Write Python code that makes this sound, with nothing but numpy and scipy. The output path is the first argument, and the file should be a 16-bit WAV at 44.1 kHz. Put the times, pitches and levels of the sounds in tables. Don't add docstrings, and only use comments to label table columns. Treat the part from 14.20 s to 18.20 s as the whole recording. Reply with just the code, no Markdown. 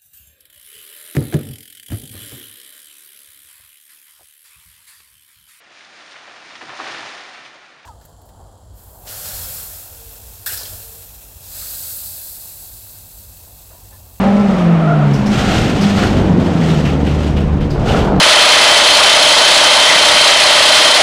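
import sys
import numpy as np
from scipy import signal
from scipy.fft import rfft, irfft
from scipy.io import wavfile

SR = 44100
rng = np.random.default_rng(int(sys.argv[2]) if len(sys.argv) > 2 else 0)


def dump(signal):
    limited = np.clip(np.atleast_2d(signal).T, -1, 1)
    pcm = np.round(limited * 32767).astype(np.int16)
    wavfile.write(sys.argv[1], SR, pcm)


N = 176400
T = np.arange(N) / SR

# time_s, rate_hz
FIRING_RATE = [(0, 193.7), (.22, 204.1), (.42, 174.7), (1.05, 132.4), (1.62, 100.8), (1.97, 98.55),
               (2.15, 92), (2.4, 84.1), (2.66, 72.86), (3, 75.2), (3.5, 72.18)]
# time_s, level_db
FUNDAMENTAL = [(0, -13.5), (.18, -10), (.36, -15), (.52, -8), (.62, -13), (.95, -11), (.99, -22),
               (1.7, -24), (1.92, -17), (2.12, -20), (2.45, -28.5), (2.85, -16.5), (3.3, -17.5), (3.6, -29)]
# time_s, level_db
OCTAVE = [(0, -28.5), (1.5, -27), (1.64, -11.5), (1.97, -21.5), (2.14, -12.5), (2.3, -21.5), (2.56, -12.5),
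          (2.85, -20.5), (3.5, -18.5), (4, -26)]
# firing_multiple, gain_db
OVERTONES = [(2.25, -6.5), (2.75, -0.5), (3, -1), (4, -3), (5, -9.5), (6.5, -9.5)]
# time_s, gain_db
RASP = [(0, -24), (.2, -25), (.28, -31.5), (1.2, -38), (2, -29.5), (4, -25)]
# time_s, pitch_hz, level_db
RIVAL = [(0, 223.6, -20.5), (.5, 219.9, -21), (.7, 212.2, -27.5), (1.08, 206, -12.5), (1.22, 200.2, -21),
         (1.6, 199.2, -49)]
# time_s, level_db
ROAD = [(0, -20), (.2, -26), (.44, -23), (.55, -24), (1.1, -25.5), (2.5, -35)]
# frequency_hz, gain_db
ROAD_SPECTRUM = [(290, -6), (650, 0.5), (1000, -5), (2600, -15), (5200, -30), (9500, -41.5)]
# time_s, level_db
RUMBLE = [(0, -29), (.75, -36), (1.02, -24), (1.5, -20), (1.7, -29), (1.94, -18.5), (2.4, -29), (2.85, -25),
          (3.6, -16.5), (4, -21)]
# frequency_hz, gain_db
RUMBLE_SPECTRUM = [(20, -1), (36, 1), (65, 4), (120, 1), (250, -71)]
# time_s, level_db
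ROAR = [(0, -22.5), (1.02, -22), (1.4, -15.5), (1.7, -16.5), (2.05, -13), (3, -18.5), (3.62, -21),
        (3.72, -15.5), (4, -17)]
# frequency_hz, gain_db
ROAR_SPECTRUM = [(90, -11), (155, 2.5), (215, -1), (285, -4.5), (400, -7.5), (600, -12), (1000, -20),
                 (1400, -27), (3000, -37.5)]
# time_s, gain_db
SPRAY = [(0, -37), (.44, -36), (.54, -57), (.9, -37), (1.095, -36), (1.12, -27), (1.35, -22), (1.52, -28),
         (1.7, -27), (1.82, -24.5), (1.9, -28), (2.12, -36), (2.5, -28.5), (2.8, -34), (3.05, -33.5),
         (3.36, -43), (3.61, -39), (3.69, -28), (3.8, -28.5), (3.85, -33.5), (4, -47.5)]
# frequency_hz, gain_db
SPRAY_SPECTRUM = [(800, 1), (1700, 6.5), (3100, 2), (6400, -7.5), (8400, -12.5), (10000, -23),
                  (12800, -24.5), (15400, -39)]
# centre_hz, width_hz, gain_db
PANEL_MODES = [(777, 140, -4.5), (1378, 210, -11.5), (2770, 980, -15.5)]
# time_s, pitch_hz, level_db
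SQUEAL = [(.25, 650, -32.5), (.42, 637, -27), (.56, 630, -29.5), (.66, 660, -22), (.72, 692, -17.5),
          (.77, 665, -25.5), (.85, 661, -23), (.9, 663, -36)]
# start_s, level_db, ring_hz
STONES = [(.932, -31.5, 5530), (1.058, -30.5, 5533), (1.181, -32, 1704), (1.452, -25, 2610),
          (1.609, -24, 5000), (1.823, -20, 1500), (1.849, -30, 4400), (2.414, -27, 1994),
          (2.484, -29.5, 3600), (2.649, -22.5, 2712), (2.862, -26, 2806), (3.04, -33.5, 3305),
          (3.163, -26.5, 2920), (3.282, -27.5, 1078), (3.404, -31, 3000), (3.501, -33.5, 4916),
          (3.684, -20.5, 2883), (3.738, -19.5, 1405), (3.783, -25, 3200)]
# start_s, level_db, pitch_hz
BUMPS = [(1.81, -17, 220), (1.96, -15.5, 249), (2.72, -15.5, 267.2), (2.78, -17.5, 285.4), (3.71, -25, 211),
         (3.921, -11, 187)]
# time_s, level_db
DIG = [(3.53, -48), (3.555, -20.5), (3.6, -25.5), (3.67, -22.5), (3.705, -15), (3.79, -18), (3.9, -15.5),
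       (4, -21.5)]
# frequency_hz, gain_db
DIG_SPECTRUM = [(220, 0), (460, 10.5), (720, 6.5), (1150, -3), (1500, -4.5), (2000, -22), (4000, -23)]

BAND_LIMIT_HZ = 15500


def amp(db):
    return 10 ** (np.asarray(db) / 20)


def unit(x):
    return x / np.sqrt(np.mean(x ** 2) + 1e-20)


def curve(rows, column=1):
    rows = np.array(rows)
    return np.interp(T, rows[:, 0], rows[:, column])


def envelope(rows, column=1):
    return amp(curve(rows, column)) * (T >= rows[0][0])


def wobble(rate_hz):
    hz = np.fft.rfftfreq(N, 1 / SR)
    return unit(irfft(rfft(rng.standard_normal(N)) / (1 + (hz / rate_hz) ** 4), N))


def colour(x, spectrum):
    hz = np.abs(np.fft.fftfreq(8192, 1 / SR)) + 1
    knots_hz, knots_db = np.transpose(spectrum)
    db = np.interp(np.log(hz), np.log(knots_hz), knots_db)
    db += 40 * np.log10(np.minimum(hz / knots_hz[0], 1))
    db -= 70 * np.log10(np.maximum(hz / knots_hz[-1], 1))
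    log_gain = np.log(amp(np.maximum(db, -100)))
    response = np.exp(np.conj(signal.hilbert(log_gain)))
    taps = np.fft.ifft(response).real[:4096] * np.hanning(8192)[4096:]
    return unit(signal.oaconvolve(x, taps)[:len(x)])


def ring(x, hz, width_hz):
    return unit(signal.lfilter(*signal.iirpeak(hz, hz / width_hz, SR), x))


def grains(per_s, spread_db):
    size = amp(spread_db * np.minimum(rng.exponential(1, N), 5))
    return unit(size * rng.choice([-1., 1.], N) * (rng.random(N) < per_s / SR))


def phase(hz, jitter, rate_hz):
    return 2 * np.pi * np.cumsum(hz * (1 + jitter * wobble(rate_hz))) / SR


def partial(angle, flutter_db, rate_hz):
    return unit(np.sin(angle) * amp(flutter_db * wobble(rate_hz)))


def engine(firing):
    rasp = sum(amp(db) * partial(k * firing, flutter_db=3, rate_hz=38) for k, db in OVERTONES)
    note = envelope(FUNDAMENTAL) * partial(firing, flutter_db=0.5, rate_hz=79)
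    octave = envelope(OCTAVE) * partial(2 * firing, flutter_db=1, rate_hz=20)
    return note + octave + envelope(RASP) * rasp


def rival_engine():
    angle = phase(curve(RIVAL), jitter=0.013, rate_hz=18)
    return envelope(RIVAL, column=2) * partial(angle, flutter_db=3.5, rate_hz=19)


def road():
    return envelope(ROAD) * colour(rng.standard_normal(N), ROAD_SPECTRUM)


def shell(firing, throb_depth=0.22):
    rumble = envelope(RUMBLE) * colour(rng.standard_normal(N), RUMBLE_SPECTRUM)
    throb = 1 + throb_depth * np.cos(firing)
    roar = envelope(ROAR) * colour(rng.standard_normal(N) * throb, ROAR_SPECTRUM)
    return rumble + roar


def gravel(decay_s=0.021, dust_share=0.42, clump_db=1):
    spray = envelope(SPRAY)
    density = spray / spray.max()
    hit_energy = grains(per_s=2800 * density, spread_db=4) ** 2 / np.sqrt(density)
    stored_energy = signal.lfilter([1], [1, -np.exp(-2 / (decay_s * SR))], hit_energy)
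    strength = unit(np.sqrt(stored_energy)) + dust_share
    drive = unit(strength * rng.standard_normal(N) * amp(clump_db * wobble(rate_hz=28)))
    panels = sum(amp(db) * ring(ring(drive, hz, width), hz, 2 * width) for hz, width, db in PANEL_MODES)
    return spray * (colour(drive, SPRAY_SPECTRUM) + panels)


def tyre_squeal(octave_db=-4.5):
    level = amp(curve(SQUEAL, column=2))
    angle = phase(curve(SQUEAL), jitter=0.036 * np.sqrt(level.max() / level), rate_hz=70)
    note = partial(angle, flutter_db=1.8, rate_hz=100)
    octave = amp(octave_db) * partial(2 * angle, flutter_db=1.8, rate_hz=100)
    sliding = (T >= SQUEAL[0][0]) & (T < SQUEAL[-1][0])
    return level * sliding * (note + octave)


def stones(rise_s=0.007, t60_s=0.27, q=6, tick_db=4, fall_db_per_octave=13.5):
    out = np.zeros(N)
    for start, db, hz in STONES:
        t = T[:min(SR // 4, N - round(start * SR))]
        top_db = -fall_db_per_octave * np.log2(BAND_LIMIT_HZ / hz)
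        tick = colour(rng.standard_normal(len(t)), [(hz / 2, 0), (hz, 0), (BAND_LIMIT_HZ, top_db)])
        clatter = ring(tick, hz, hz / q) + amp(tick_db) * tick
        level = np.minimum(t / rise_s, 1) * amp(db - 60 * t / t60_s)
        out[round(start * SR):][:len(t)] += unit(clatter) * level
    return out


def bumps(rise_s=0.0064, t60_s=0.53, upper_ratio=1.65, upper_db=-7.5):
    out = np.zeros(N)
    for start, db, hz in BUMPS:
        t = T[:N - round(start * SR)]
        lower_phase, upper_phase = rng.uniform(0, 2 * np.pi, 2)
        lower = np.sin(2 * np.pi * hz * t + lower_phase)
        upper = amp(upper_db) * np.sin(2 * np.pi * hz * upper_ratio * t + upper_phase)
        level = np.minimum(t / rise_s, 1) * amp(db - 60 * t / t60_s)
        out[-len(t):] += unit(lower + upper) * level
    return out


def dig():
    crunch = grains(per_s=620, spread_db=0.5) + 0.87 * rng.standard_normal(N)
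    return envelope(DIG) * colour(crunch, DIG_SPECTRUM)


def scene():
    firing = phase(curve(FIRING_RATE), jitter=0.0083, rate_hz=25.3)
    driving = engine(firing) + rival_engine() + road() + shell(firing)
    return (driving + gravel() + tyre_squeal() + stones() + bumps() + dig())[None]


def record(dry, ceiling=0.95):
    limited = dry / (1 + (dry / ceiling) ** 6) ** (1 / 6)
    low_pass = signal.firwin(511, BAND_LIMIT_HZ, window=("kaiser", 9), fs=SR)
    return signal.oaconvolve(limited, low_pass[None], "same")


dry = scene()
out = record(dry)
dump(out)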